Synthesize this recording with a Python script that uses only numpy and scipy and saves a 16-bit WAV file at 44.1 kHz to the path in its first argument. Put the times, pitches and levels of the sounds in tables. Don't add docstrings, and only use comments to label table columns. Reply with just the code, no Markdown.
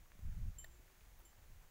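import sys
import numpy as np
from scipy import signal
from scipy.fft import rfft, irfft
from scipy.io import wavfile
from scipy.ndimage import uniform_filter1d

SR = 44100
rng = np.random.default_rng(int(sys.argv[2]) if len(sys.argv) > 2 else 0)


def transcribe(signal):
    frames = np.atleast_2d(signal).T
    limited = np.clip(frames, -1, 1)
    pcm = np.round(limited * 32767).astype(np.int16)
    wavfile.write(sys.argv[1], SR, pcm)


N = 74970

# t/s, level/dB, softness/0-1
BELL_STRIKES = [(0.5845, -49.5, 0.17), (1.25, -62.5, 1)]
# f/Hz, hard-hit gain/dB, soft-hit gain/dB, t60/s
BELL_MODES = [(3036, -15, -12.5, .33), (7346, -4, -6, .3), (7351.3, -8.5, -8.5, .48), (7365, -12, -17, .29),
              (10869, -13, -5, .135), (11828, -12, -8.5, .085), (12665, -15.5, -9.5, .2)]
# f/Hz, relative level/dB
CRACK_COLOUR = [(500, -1), (1300, 6.5), (2800, -2.5), (4300, 3.5), (5700, -15.5), (9000, -4), (15500, -4)]
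# t/s, level/dB
WIND_ENVELOPE = [(0, -58.5), (.09, -66), (.21, -57.5), (.24, -42.5), (.285, -40), (.345, -49), (.38, -42),
                 (.495, -40.5), (.525, -54.5), (.70, -57.5), (.76, -63.5), (.83, -60.5), (.93, -72.5),
                 (1.02, -62.5), (1.2, -60.5), (1.29, -68.5), (1.36, -64.5), (1.44, -61.5), (1.53, -56),
                 (1.62, -61), (1.7, -65.5)]
# f/Hz, relative level/dB
RUMBLE_COLOUR = [(8, -12.5), (20, 4.5), (38, -2), (58, -3), (100, -17.5), (170, -27), (260, -42.5),
                 (500, -59.5), (1500, -87)]
# f/Hz, relative level/dB
EDDY_COLOUR = [(30, -13), (65, 1.5), (105, -0.5), (175, -13.5), (240, -23.5), (320, -39.5), (900, -82)]
# t/s, level/dB, centre f/Hz, decay/s
TICK_HITS = [(0.058, -62.5, 1050, 0.0029), (0.119, -54, 1650, 0.00039), (0.152, -57, 157, 0.0074),
             (0.192, -56, 197, 0.0035), (0.325, -58.5, 1420, 0.0013), (0.792, -63, 289, 0.006),
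             (0.878, -68, 1750, .005), (0.901, -65, 860, 0.0024), (1.008, -65, 2300, .005),
             (1.189, -68, 14500, 0.022), (1.491, -63, 131, 0.011)]
# peak t/s, level/dB, width/s
GRASS_BRUSHES = [(1.204, -69.5, 0.011), (1.329, -71, .006), (1.391, -73.5, 0.0067), (1.435, -74.5, 0.016),
                 (1.63, -72.5, 0.017)]
# f/Hz, relative level/dB
GRASS_COLOUR = [(400, -6), (750, 0), (1200, 0.5), (2200, -9), (4000, -19), (10000, -22), (14000, -13),
                (15600, -15.5)]
# t/s, f/Hz, level/dB
FAR_TONE_PATH = [(.55, 315, -93), (.64, 340.7, -80), (.77, 356, -80), (.82, 372, -83), (.89, 378, -83),
                 (1.0, 356, -90), (1.12, 345, -101), (1.25, 349, -77.5), (1.36, 335, -101)]
# f/Hz, relative level/dB
AIR_COLOUR = [(100, 5.5), (300, -0.5), (700, 0.5), (1200, -2), (2000, -1.5), (3000, -6.5), (5200, -9.5),
              (6700, -5), (8200, -10.5), (11000, -10.5), (13500, -9.5), (15600, -4.5)]


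def bell():
    out = np.zeros(N)
    for start, db, softness in BELL_STRIKES:
        age = since(start)
        body = sum(undb(np.interp(softness, [0, 1], [hard_db, soft_db])) * ring(age, hz, t60)
                   for hz, hard_db, soft_db, t60 in BELL_MODES)
        attack = 1 - np.exp(-age / 0.0008)
        contact = undb(-9.5) * burst(start, hz=6840, decay_s=0.0017, skirt_db=-20)
        out += undb(db) * (body * attack + contact)
    return out


def click():
    start_s, squeak_s, squeak_hz, pitch_rise = 0.6431, 0.0068, 1818, 0.015
    age = since(start_s)
    snap = undb(-51.5) * burst(start_s, hz=4320, decay_s=0.00062, skirt_db=-43)
    crack = undb(-52) * (age > 0) * np.exp(-age / 0.0036) * noise(CRACK_COLOUR)
    knock = undb(-61) * ring(age, hz=655, t60=0.051)
    slip = np.minimum(age / squeak_s, 1)
    swell = np.abs(np.sin(np.pi * slip)) ** 0.62
    phase = 2 * np.pi * squeak_hz * age * (1 + pitch_rise * slip / 2)
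    squeak = undb(-49.5) * swell * (np.sin(phase) + undb(-15) * np.sin(2 * phase))
    return snap + crack + knock + squeak


def wind():
    gust_db, eddy_growth = -41, 1.36
    rumble_db = curve(WIND_ENVELOPE)
    eddy_db = -46.5 + eddy_growth * (rumble_db - gust_db)
    rumble = undb(rumble_db) * steady(noise(RUMBLE_COLOUR))
    eddies = undb(eddy_db) * steady(noise(EDDY_COLOUR))
    return rumble + eddies


def ticks():
    return sum(undb(db) * burst(start, hz, decay_s, skirt_db=-34) for start, db, hz, decay_s in TICK_HITS)


def grass():
    t = since(0)
    swell = sum(undb(db) * np.exp(-((t - peak) / width) ** 2 / 2) for peak, db, width in GRASS_BRUSHES)
    grain_db = 2.2 * noise([(20, -4), (200, -7), (800, -45), (5000, -90)])
    return swell * undb(grain_db) * noise(GRASS_COLOUR)


def far_tone():
    waver = 0.0075 * noise([(5, 3.5), (30, 1.5), (120, -40), (900, -90)])
    hz = curve(FAR_TONE_PATH) * (1 + waver)
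    rms = undb(curve(FAR_TONE_PATH, column=2))
    return np.sqrt(2) * rms * np.sin(2 * np.pi * np.cumsum(hz) / SR)


def air():
    waver_db = 0.5 * noise([(2, 16), (12, -26), (60, -54), (500, -91)])
    return undb(-68.5 + waver_db) * noise(AIR_COLOUR)


def ring(age, hz, t60):
    return np.sin(2 * np.pi * hz * age) * np.exp(-np.log(1000) * age / t60)


def burst(start, hz, decay_s, skirt_db):
    age = since(start)
    colour = [(hz / 8, 2 * skirt_db), (hz, 0), (hz * 8, 2 * skirt_db)]
    return (age > 0) * np.exp(-age / decay_s) * noise(colour)


def noise(colour):
    hz, db = np.array(colour).T
    bin_hz = np.maximum(np.arange(N // 2 + 1) * SR / N, 1)
    eq = undb(np.interp(np.log(bin_hz), np.log(hz), db))
    shaped = irfft(rfft(rng.standard_normal(N)) * eq, N)
    return shaped / shaped.std()


def steady(sound, window_s=0.06):
    size = int(window_s * SR)
    power = uniform_filter1d(uniform_filter1d(sound * sound, size), size)
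    return sound / np.sqrt(power)


def curve(table, column=1):
    rows = np.array(table)
    return np.interp(since(0), rows[:, 0], rows[:, column])


def since(start):
    return np.maximum(np.arange(N) / SR - start, 0)


def undb(db):
    return 10 ** (np.asarray(db) / 20)


def scene():
    return (bell() + click() + ticks() + grass() + wind() + far_tone() + air())[None]


def record(dry):
    cutoff_hz = 15700
    return signal.sosfilt(signal.ellip(10, .2, 70, cutoff_hz, fs=SR, output="sos"), dry)


dry = scene()
out = record(dry)
transcribe(out)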